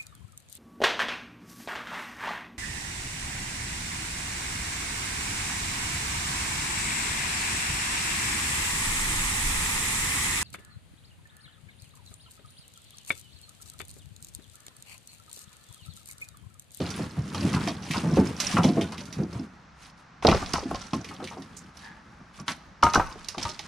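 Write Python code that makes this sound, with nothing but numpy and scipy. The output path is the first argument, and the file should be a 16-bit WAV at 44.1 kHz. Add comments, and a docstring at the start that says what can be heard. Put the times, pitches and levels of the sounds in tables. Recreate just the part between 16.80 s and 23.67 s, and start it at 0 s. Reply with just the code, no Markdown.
"""Firewood off a pickup bed

Split logs drag and bump on the hollow bed, an armful crashes onto the pile on a concrete driveway
and settles, then two dry logs land and ring. Blows are bursts of decaying modes, irregular for each
log; dragging and sliding are dense random clicks, coloured and ridden in level. A noise tail throws
the blows back from the garage front, and steady coloured noise makes the quiet outdoor hush."""
import sys
import numpy as np
from scipy import signal
from scipy.fft import rfft, irfft, next_fast_len
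from scipy.io import wavfile

SR = 44100
rng = np.random.default_rng(int(sys.argv[2]) if len(sys.argv) > 2 else 0)


def master_out(mix):
    """Clip the mix to full scale and print it as 16-bit PCM to the path in sys.argv[1]."""
    frames = np.transpose(np.atleast_2d(mix))
    ceiling = np.clip(frames, -1, 1)
    pcm = np.round(ceiling * 32767).astype(np.int16)
    wavfile.write(sys.argv[1], SR, pcm)


N = 302967
TIME = np.arange(N) / SR


def from_db(db):
    """Decibels to gain."""
    return 10 ** (np.asarray(db) / 20)


def rms_one(x):
    """Scale to unit rms."""
    return x / np.sqrt(np.mean(x ** 2) + 1e-20)


def in_time(rows):
    """Read each column of a time curve at every sample."""
    s, *columns = np.transpose(rows)
    return [np.interp(TIME, s, c) for c in columns]


def at_hz(points, hz):
    """Read a spectrum on a log-frequency axis."""
    f, value = np.transpose(points)
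    return np.interp(np.log(hz + 1e-9), np.log(f), value)


def colour(x, spectrum):
    """Give a signal a smooth spectrum."""
    length = x.shape[-1]
    size = next_fast_len(length)
    gains = from_db(at_hz(spectrum, np.fft.rfftfreq(size, 1 / SR)))
    return irfft(rfft(x, size) * gains, size)[..., :length]


# stereo width over frequency: pitch_hz, side_minus_mid_db
WIDTH = [(30, 11), (70, -27.5), (180, -23.5), (380, -14), (750, -3.5), (2300, -8.5), (4400, -7),
         (9000, -8.5)]


def widen(pair):
    """Two unrelated signals become mid and side, spread by the width curve."""
    return pair[0] + colour(pair[1], WIDTH) * [[1], [-1]]


def panned(lean_db):
    """Left and right gains; a positive lean favours the left."""
    return from_db(np.array([[.5], [-.5]]) * lean_db)


def add(out, s, sound):
    """Mix a sound in at a time."""
    at = int(np.clip(round(s * SR), 0, N - 1))
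    out[:, at:at + sound.shape[-1]] += sound[..., :N - at]


# relative spectrum of the outdoor air: pitch_hz, level_db (per Hz)
HUSH = [(20, -21.5), (60, 4.5), (100, -7.5), (160, 2.5), (400, -17.5), (800, -9), (1300, -6.5), (2000, -13),
        (3000, -21.5), (6000, -24.5), (10000, -48), (16000, -75)]
HUSH_DB = -53.5  # rms


def outdoor_hush():
    """Steady noise with most of its weight in the lows."""
    return from_db(HUSH_DB) * rms_one(colour(widen(rng.standard_normal((2, N))), HUSH))


def echoes(x, t60, delay_s, spectrum):
    """Scattered reflections that build up after each sound and die away."""
    t = np.arange(SR) / SR
    onset = 1 - np.exp(-(t / delay_s) ** 2)
    tail = widen(rng.standard_normal((2, SR))) * from_db(-60 * t / t60) * onset
    tail = colour(tail / np.sqrt(np.sum(tail[0] ** 2)), spectrum)
    return signal.fftconvolve(x, tail[:, :SR * 3 // 4], axes=1)[:, :N]


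def garage_echo(direct):
    """The garage front throws the blows back as a soft, diffuse tail."""
    spectrum = [(100, -15.5), (500, -29.5), (1300, -22.5), (5000, -17), (8000, -18), (12000, -22)]
    return echoes(direct, t60=0.74, delay_s=0.0093, spectrum=spectrum)


def friction(spectrum, per_s, uneven_db):
    """Rough surfaces catch and slip: dense tiny clicks of uneven size, at unit rms."""
    clicks = rng.random(N) < per_s / SR
    sizes = from_db(uneven_db * np.minimum(rng.exponential(1, N), 4)) * clicks
    return rms_one(colour(widen(sizes * rng.standard_normal((2, N))), spectrum))


CATCHES_PER_S, CATCH_DB = 28, 2.5  # sliding wood catches and lets go


def catching():
    """Uneven stick and slip, as a wandering level in dB."""
    steps = rng.standard_normal(1000)
    return CATCH_DB * np.interp(TIME * CATCHES_PER_S, np.arange(len(steps)), steps)


SKID_ONSET_S = 0.0019  # wood takes a moment to start sliding


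def dying_power(rows, fall_db_per_s):
    """Each event sets wood sliding with a power that builds quickly and that friction drains away."""
    kicks, keep = np.zeros(N), from_db(-fall_db_per_s / SR) ** 2
    for s, db, *_ in rows:
        kicks[int(np.clip(s * SR, 0, N - 1))] += from_db(db) ** 2
    lag = np.exp(-2 / (SKID_ONSET_S * SR))
    eased = signal.lfilter([(1 - lag) ** 2], [1, -2 * lag, lag ** 2], kicks + 1e-18)
    return signal.lfilter([1], [1, -keep], eased)


def skid(blows, share_db, fall_db_per_s):
    """Power of the short skid that follows every blow."""
    return from_db(share_db) ** 2 * dying_power(blows, fall_db_per_s)


# bark dragged over bark: start_s, length_s, level_db (before the layer trims)
SCRAPES = [(0.127, 0.085, -46.5), (0.575, 0.16, -52.5), (1.022, 0.24, -43), (1.55, 0.32, -40.5),
           (2.5, 0.11, -59), (2.944, 0.18, -58), (3.16, 0.083, -66.5), (3.82, 0.32, -52.5),
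           (4.92, 0.19, -59.5), (5.521, 0.12, -55), (5.659, 0.083, -41.5), (6.585, 0.11, -42.5)]
SCRAPE_RUB_DB = -5  # the wood under the bark, relative to the scrape


def scrape_power():
    """Every pull speeds up and slows down in one smooth arch."""
    power = np.zeros(N)
    for s, length, db in SCRAPES:
        arch = np.sin(np.pi * np.clip((TIME - s) / length, 0, 1))
        power += (from_db(db) * arch) ** 2
    return power


# how hard the wood is being shifted, as the rumble it makes before trim: time_s, level_db
EFFORT = [(0, -33.5), (0.42, -39), (0.6, -31), (0.88, -31.5), (1.0, -40), (1.15, -33.5), (1.45, -34),
          (1.7, -43), (1.86, -34.5), (2.1, -38), (2.3, -44), (2.6, -43), (2.85, -62.5), (4.15, -61),
          (4.45, -41), (4.88, -55.5), (5.15, -53), (5.95, -57)]
# the pile is upset and small pieces trickle down: start_s, level_db (before the layer trims)
SLIDES = [(3.43, -43), (6.03, -49), (6.58, -49)]
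SLIDE_FALL_DB_PER_S, SLIDE_RUB_DB, SLIDE_RUMBLE_DB = 19, 0, 1  # shares relative to the grit
REFERENCE_EFFORT_DB = -33
RUB_DB, GRIT_DB = -44, -48  # at the reference effort, before trims
GRIT_FOLLOWS = 1.25  # dB of grit per dB of effort: bark breaks more under a firm pull


def sliding_levels():
    """Levels in dB: shifting, skids after blows, scrapes and the settling pile add up in power."""
    effort_db, = in_time(EFFORT)
    pull_db = effort_db - REFERENCE_EFFORT_DB
    scrapes, slides = scrape_power(), dying_power(SLIDES, SLIDE_FALL_DB_PER_S)
    rumble = (from_db(effort_db) ** 2 + slides * from_db(SLIDE_RUMBLE_DB) ** 2
              + skid(BUMPS, share_db=-16.0, fall_db_per_s=129)
              + skid(THUMPS, share_db=-21.5, fall_db_per_s=124))
    rub = (from_db(RUB_DB + pull_db) ** 2 + slides * from_db(SLIDE_RUB_DB) ** 2
           + scrapes * from_db(SCRAPE_RUB_DB) ** 2
           + skid(KNOCKS, share_db=-29, fall_db_per_s=107))
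    grit = (from_db(GRIT_DB + GRIT_FOLLOWS * pull_db) ** 2 + slides + scrapes
            + skid(SNAPS, share_db=-26.5, fall_db_per_s=229))
    catch_db = catching()
    return [10 * np.log10(power) + catch_db for power in (rumble, rub, grit)]


# relative spectrum of the low drag: pitch_hz, level_db (per Hz)
RUMBLE = [(30, -41), (52, -33), (80, 0), (120, -4.5), (190, 2), (280, -5.5), (400, -13), (700, -24.5),
          (1500, -73)]


def drag_rumble(rumble_db):
    """The low part of dragging and settling."""
    return from_db(rumble_db - 1.5) * friction(RUMBLE, per_s=980, uneven_db=1.0)


# relative spectrum of wood rubbing on wood: pitch_hz, level_db (per Hz)
RUB = [(250, -10), (450, -23), (800, -0.5), (1250, 1.5), (1800, -3), (2500, -8.5), (4000, -32.5)]


def wood_rub(rub_db):
    """The woody midrange of sliding logs."""
    return from_db(rub_db - 2.0) * friction(RUB, per_s=3000, uneven_db=3.0)


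# whether the wood is moved between the walls of the bed: time_s, share (0-1)
IN_TRUCK = [(0, 1), (3.3, 1), (3.4, 0), (4.2, 0), (4.3, 1), (5.9, 1), (6, 0)]
# relative spectra of crumbling bark, on the pile and in the bed: pitch_hz, level_db (per Hz)
GRIT = [(1300, 2.5), (2400, 3.5), (3500, 2), (5800, 1.5), (7500, -4), (10000, -8.5), (13000, -42),
        (16000, -33)]
BED_GRIT = [(1300, -4), (2400, 3), (3500, -0.5), (5800, -3), (7500, -6.5), (10000, -8), (13000, -26),
            (16000, -33)]


def bark_grit(grit_db):
    """Crumbling bark, crossfaded between its colour in the bed and on the pile."""
    in_truck, = in_time(IN_TRUCK)
    in_bed = in_truck * friction(BED_GRIT, per_s=4000, uneven_db=1.0)
    on_pile = (1 - in_truck) * friction(GRIT, per_s=6300, uneven_db=3.5)
    return from_db(grit_db + 2.0) * (in_bed + on_pile) * panned(lean_db=-1.0)


def swell(s, db, rise_db_per_s, fall_db_per_s):
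    """Gain that climbs to a peak and falls away."""
    return from_db(db - np.maximum(rise_db_per_s * (s - TIME), fall_db_per_s * (TIME - s)))


def rasp():
    """A log drawn out of the stack: split faces rub and sound two narrow resonances."""
    spectrum = [(600, -19.5), (900, 4.5), (1350, -26), (1700, 7.0), (2200, -11), (6000, -21.5),
                (12000, -54.5)]
    rubbing = friction(spectrum, per_s=2200, uneven_db=0.0)
    return swell(5.06, db=-44, rise_db_per_s=280, fall_db_per_s=115) * rubbing


def chip():
    """A chip of bark skids over the bed: a thin, bright scratch."""
    spectrum = [(3000, -22), (5500, -4), (6500, 2), (8500, -2), (10500, -14), (15000, -29)]
    scratch = friction(spectrum, per_s=5300, uneven_db=2)
    gain = swell(4.769, db=-41.5, rise_db_per_s=5002, fall_db_per_s=420)
    return gain * scratch * panned(lean_db=-6.0)


def strike(hz, gains, t60, contact_s):
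    """Decaying modes that swell over the contact time, each at its own phase."""
    t60 = np.clip(t60, .004, .6)
    t = np.arange(int(np.max(t60) * SR)) / SR
    phase = rng.uniform(0, 2 * np.pi, (len(hz), 1))
    tones = np.sin((2 * np.pi * hz[:, None] * t + phase).astype(np.float32))
    decays = np.exp((-np.log(1000) * t / t60[:, None]).astype(np.float32))
    return gains @ (tones * decays) * (1 - np.exp(-t / contact_s))


def at_level(sound, db, t60):
    """Give a blow the energy of a decaying sine of that height."""
    sine_energy = t60 * SR / (4 * np.log(1000))
    return sound * from_db(db) * np.sqrt(sine_energy / np.mean(np.sum(sound ** 2, axis=-1)))


def bell(hz, centre_hz, octaves):
    """A blow favours the modes near its centre."""
    return 1 / (1 + (np.log2(hz / centre_hz) / octaves) ** 2)


def log_blow(centre_hz, t60, span, octaves, damping, contact_s, count):
    """Every split log has irregular modes of its own; the higher ones die sooner."""
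    low_hz, high_hz = span[0][0], span[-1][0]
    hz = low_hz * (high_hz / low_hz) ** ((np.arange(count) + rng.random(count)) / count)
    mid = rng.uniform(0.35, 1, count)
    side = rng.normal(0, 0.26, count) * from_db(at_hz(WIDTH, hz))
    weights = bell(hz, centre_hz, octaves) * from_db(at_hz(span, hz))
    gains = np.array([mid + side, mid - side]) * weights
    return strike(hz, gains, t60 * (centre_hz / hz) ** damping, contact_s)


def scattered(blow, s, pile_db, truck_db, t60):
    """Each blow finds its own short reflections, stronger between the walls of the bed."""
    t = np.arange(SR // 5) / SR
    tail = rng.standard_normal(len(t)) * from_db(-60 * t / t60) * (1 - np.exp(-t / 0.0025))
    wet = from_db(pile_db + (truck_db - pile_db) * np.interp(s, *np.transpose(IN_TRUCK)))
    paths = wet * tail / np.sqrt(np.sum(tail ** 2)) + (t == 0)  # the direct path comes first
    return signal.fftconvolve(blow, paths[None], axes=1) / np.sqrt(1 + wet ** 2)


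def clatter(level_db, body, per_s, t60, uneven_db, count):
    """Small pieces tap one another at random while the wood is on the move."""
    out, tries = np.zeros((2, N)), 900
    for when, pitch, chance, size in rng.random((tries, 4)):
        db = level_db[int(when * N)]
        moving = np.clip((db + 60) / 10, 0, 1)
        if chance < moving * per_s * N / SR / tries:
            hz = body[1][0] * (body[-2][0] / body[1][0]) ** pitch
            tap = log_blow(hz, t60, body, octaves=0.35, damping=0.132, contact_s=0.00017, count=count)
            tap_db = db + at_hz(body, hz) + uneven_db * (size - 1)
            add(out, when * N / SR, at_level(tap, tap_db, t60))
    return out


# logs and boots bumping the bed: start_s, level_db (before trim), pitch_hz
BUMPS = [(0.002, -19.5, 231.5), (0.2, -20.5, 170), (0.374, -14.5, 104.9), (0.614, -25, 210),
         (0.64, -11.5, 200), (0.725, -17.5, 177), (0.762, -15, 108), (0.869, -20, 276.7),
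         (1.101, -19, 177.6), (1.173, -19.5, 218), (1.233, -15, 166), (1.269, -15.5, 195),
         (1.312, -11, 186), (1.375, -6, 227), (1.409, -12.5, 240.1), (1.737, -14, 199), (1.783, -8.5, 161),
         (1.848, -6, 173), (1.881, -12, 252), (1.968, -12, 306), (2.009, -20.5, 313), (2.366, -19.5, 119),
         (2.395, -13.5, 110), (2.42, -19, 263), (2.549, -23.5, 86), (2.59, -22, 236), (3.853, -20, 237),
         (4.131, -16, 215), (4.289, -33.5, 230), (4.392, -33, 244), (4.568, -32, 287), (4.595, -31.5, 215),
         (5.4, -38, 194.5), (5.599, -31.5, 172), (5.68, -29.5, 199)]
# panels of the bed, before the load detunes them: pitch_hz, level_db
BED_MODES = [(76, -1), (86, -11.5), (113, 0.5), (135, -5.5), (156, 2), (178, -5.5), (194, -1), (212, -0.5),
             (248, 2), (272, 1), (312, 2.5), (350, 2), (405, 0), (465, 0), (544, -1), (620, 4), (690, 15),
             (818, 11)]


def bed_bumps(t60=0.18):
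    """Soft, heavy blows boom in the panels of the bed."""
    out, (hz, mode_db) = np.zeros((2, N)), np.transpose(BED_MODES)
    for s, db, centre_hz in BUMPS:
        uneven_db = rng.normal(0, 2.8, len(hz))
        gains = from_db(mode_db + uneven_db) * bell(hz, centre_hz, octaves=0.78) ** 2
        loaded_hz = hz * (1 + 0.029 * rng.standard_normal(len(hz)))  # the shifting load detunes the panels
        blow = strike(loaded_hz, gains, t60 * (centre_hz / hz) ** 0.047, contact_s=0.0046)
        add(out, s, at_level(blow, db - 3.5, t60) * panned(lean_db=-0.6))
    # open panels radiate little below their first mode
    return signal.sosfilt(signal.butter(3, 68, "high", fs=SR, output="sos"), out + 1e-18)


# logs landing with their weight on pile and slab: start_s, level_db (before trim), pitch_hz
THUMPS = [(3.453, -12, 266), (3.485, -9.5, 264), (3.5, -13.5, 202), (3.518, -15, 170), (3.62, -26.5, 252.8),
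          (3.736, -20.5, 157), (3.912, -22.5, 258), (6.033, -15.5, 231), (6.155, -18.5, 229),
          (6.175, -15, 91.5), (6.572, -28.5, 288), (6.649, -27, 106)]


def thumps(t60=0.12):
    """The mass of a landing log shakes the pile; the lowest part lingers."""
    out = np.zeros((2, N))
    body = [(28, -18), (38, -8), (52, -9), (75, -3), (120, -6.5), (300, 1), (450, -1.5)]
    for s, db, hz in THUMPS:
        blow = log_blow(hz, t60, body, octaves=1.47, damping=0.93, contact_s=0.0017, count=24)
        add(out, s, at_level(blow, db - 1.0, t60))
    return out


# free modes of the dry pieces, by name: pitch_hz, level_db, t60_s
LOG_MODES = { "long": [(598, -13, .2), (840, -12, .15), (931, 0, .2), (1240, -1, .24), (1744, -21, .13),
             (2150, -24, .13), (2299, -23, .13)], "heavy": [(483, -11, 0.17), (773, -8, 0.11),
             (830, -13, 0.24), (1003, -7, 0.11), (1365, 5, 0.034), (1533, 3.5, 0.06)],
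             "short": [(583, -14, 0.089), (1067, 0.5, 0.077), (1981, -30, 0.063)],
             "splinter": [(3220, -9, 0.028), (3750, 3, 0.017), (4175, 6.5, 0.016), (4180, -4, 0.022),
             (4870, 3.5, 0.015), (5600, -9, 0.023)], }
# blows that leave a piece ringing: start_s, piece, level_db (added to its modes)
RINGS = [(3.469, "splinter", -11.5), (3.529, "short", -30), (3.914, "short", -33), (3.950, "short", -30),
         (4.135, "short", -23), (6.030, "long", -12.5), (6.155, "heavy", -15), (6.2, "heavy", -28),
         (6.652, "long", -32.5)]


def ringing_logs():
    """A dry piece that bounces clear keeps ringing at its own pitches."""
    out = np.zeros((2, N))
    for s, piece, db in RINGS:
        hz, mode_db, t60 = np.transpose(LOG_MODES[piece])
        add(out, s, strike(hz, from_db(db + mode_db), t60, contact_s=0.0011))
    return out


# hard edges and splinters snapping together: start_s, level_db (before trim), pitch_hz
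SNAPS = [(0.103, -24, 5090), (0.478, -36.5, 4870), (0.546, -21.5, 3230), (0.691, -25.5, 2650),
         (0.737, -20.5, 2230), (0.874, -18, 2400), (1.109, -16.5, 2610), (1.135, -19, 2740),
         (1.358, -26.5, 3630), (1.601, -12, 5530), (1.833, -17, 3220), (1.846, -17.5, 2870),
         (2.011, -19, 2920), (2.121, -29, 4120), (2.179, -26.5, 2550), (2.254, -35, 6060),
         (2.326, -27.5, 4630), (3.425, -27, 2220), (3.448, -22.5, 3220), (3.469, -14, 4130),
         (3.487, -13, 2600), (3.496, -14.5, 2280), (3.513, -15, 2620), (3.547, -20, 2670),
         (3.661, -25, 3400), (3.734, -13, 5030), (3.755, -23, 2170), (3.946, -27.5, 4160),
         (4.01, -34.5, 4380), (4.133, -22.5, 3210), (4.245, -27, 2800), (4.288, -29.5, 2820),
         (4.441, -27.5, 4150), (4.473, -24.5, 2180), (4.621, -35, 3800), (4.769, -40.5, 6770),
         (5.68, -14, 3060), (6.026, -19, 2710), (6.035, -14.5, 5840), (6.135, -16, 5000),
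         (6.146, -13, 5660), (6.156, -38.5, 2340), (6.445, -31.5, 5150), (6.485, -18.5, 5960),
         (6.581, -21, 3020), (6.628, -22.5, 5000), (6.651, -24, 2130), (6.69, -27, 4580),
         (6.792, -21.5, 3836)]
# how strongly the logs answer a hard contact: pitch_hz, level_db
SNAP_BODY = [(1800, 5), (2800, 2.5), (5900, 4.5), (7400, -11.5), (10500, -10), (15000, -23)]


def snaps(t60=0.023, bark_db=5):
    """Hard, brief contacts reach the high cross-grain modes; bark tearing in the stack adds top."""
    out = np.zeros((2, N))
    for s, db, hz in SNAPS:
        tearing_db = bark_db * np.interp(s, *np.transpose(IN_TRUCK))
        body = [(f, level + tearing_db * (f > 7000)) for f, level in SNAP_BODY]
        blow = log_blow(hz, t60, body, octaves=0.97, damping=0.14, contact_s=0.0007, count=170)
        blow = scattered(blow, s, pile_db=-6, truck_db=0, t60=0.13)
        add(out, s, at_level(blow, db - 2.5, t60))
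    return out


# wood knocking on wood: start_s, level_db (before trim), pitch_hz
KNOCKS = [(0.004, -20, 415), (0.191, -22, 480), (0.545, -23.5, 1190), (0.74, -21.5, 1223),
          (0.764, -20.5, 1020), (0.876, -18, 775), (1.143, -20.5, 1000), (1.159, -21.5, 1020),
          (1.244, -21.5, 520), (1.371, -8.5, 427), (1.6, -22, 2000), (1.768, -9.5, 1320),
          (1.785, -12.5, 890), (1.841, -13.5, 574), (1.973, -16, 434), (2.123, -28.5, 1290),
          (2.387, -21.5, 430), (3.424, -24.5, 910), (3.449, -2.5, 569), (3.48, -7, 633), (3.486, -6, 620),
          (3.499, -14, 523), (3.516, -14.5, 848), (3.525, -12, 1130), (3.546, -12, 496), (3.627, -25, 950),
          (3.738, -17, 1100), (3.755, -17.5, 1070), (3.781, -20.5, 750), (3.828, -25, 393),
          (3.91, -19.5, 714), (3.944, -23.5, 714), (4.133, -21.5, 935), (4.309, -30, 1320),
          (4.401, -28.5, 958), (4.424, -24.5, 440), (4.512, -29.5, 1020), (4.57, -30.5, 700),
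          (5.401, -43, 1170), (5.589, -33, 1187), (5.68, -17.5, 1500), (6.029, -5, 1236),
          (6.065, -10, 1260), (6.139, -13.5, 1450), (6.155, -7, 1200), (6.176, -14.5, 638),
          (6.197, -9.5, 930), (6.356, -33, 416), (6.546, -29, 979), (6.58, -26, 790), (6.652, -22, 1020),
          (6.794, -32, 830)]
# how strongly the logs answer a dull contact: pitch_hz, level_db
KNOCK_BODY = [(280, -1.5), (500, -1.5), (1300, 0.5), (1800, -7.5), (3000, 1)]


def knocks(t60=0.057):
    """Bending modes give short, hollow clacks; in the tight stack several logs answer at once."""
    out = np.zeros((2, N))
    for s, db, hz in KNOCKS:
        in_stack = np.interp(s, *np.transpose(IN_TRUCK)) > .5
        count = 40 if in_stack else 15
        blow = log_blow(hz, t60, KNOCK_BODY, octaves=0.62, damping=0.34, contact_s=0.00046, count=count)
        blow = scattered(blow, s, pile_db=-9, truck_db=0, t60=0.15)
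        add(out, s, at_level(blow, db - 2.0, t60))
    return out


# which side the wood favours: pitch_hz, left_minus_right_db
LEAN = [(350, -3), (700, 1), (1300, 1.5), (2400, 1.5), (4400, -4), (9000, -26.5)]


def leaned(wood):
    """Tilt the stereo balance of the wood differently at each pitch."""
    sides = zip(wood, (.5, -.5))
    return np.array([colour(ch, [(hz, side * db) for hz, db in LEAN]) for ch, side in sides])


def scene():
    """Blows, small clatter and dragging, the yard's echo and hush."""
    rumble_db, rub_db, grit_db = sliding_levels()
    dragging = drag_rumble(rumble_db) + wood_rub(rub_db) + bark_grit(grit_db)
    taps = clatter(rub_db + 10, KNOCK_BODY, per_s=50, t60=0.12, uneven_db=15.5, count=5)
    ticks = clatter(grit_db + 12.5, SNAP_BODY, per_s=76, t60=0.034, uneven_db=14, count=20)
    wood = leaned(knocks() + snaps() + ringing_logs() + taps + ticks)
    direct = wood + bed_bumps() + thumps()
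    return outdoor_hush() + garage_echo(direct) + dragging + rasp() + chip() + direct


def record(dry):
    """The highest peaks are rounded and the top is cut."""
    rounded = 1.5 * np.tanh(dry / 1.5)
    top_cut = signal.cheby2(12, 70, 16700, fs=SR, output="sos")  # 70 dB down from 16.7 kHz
    return signal.sosfilt(top_cut, rounded)


dry = scene()
out = record(dry)
master_out(out)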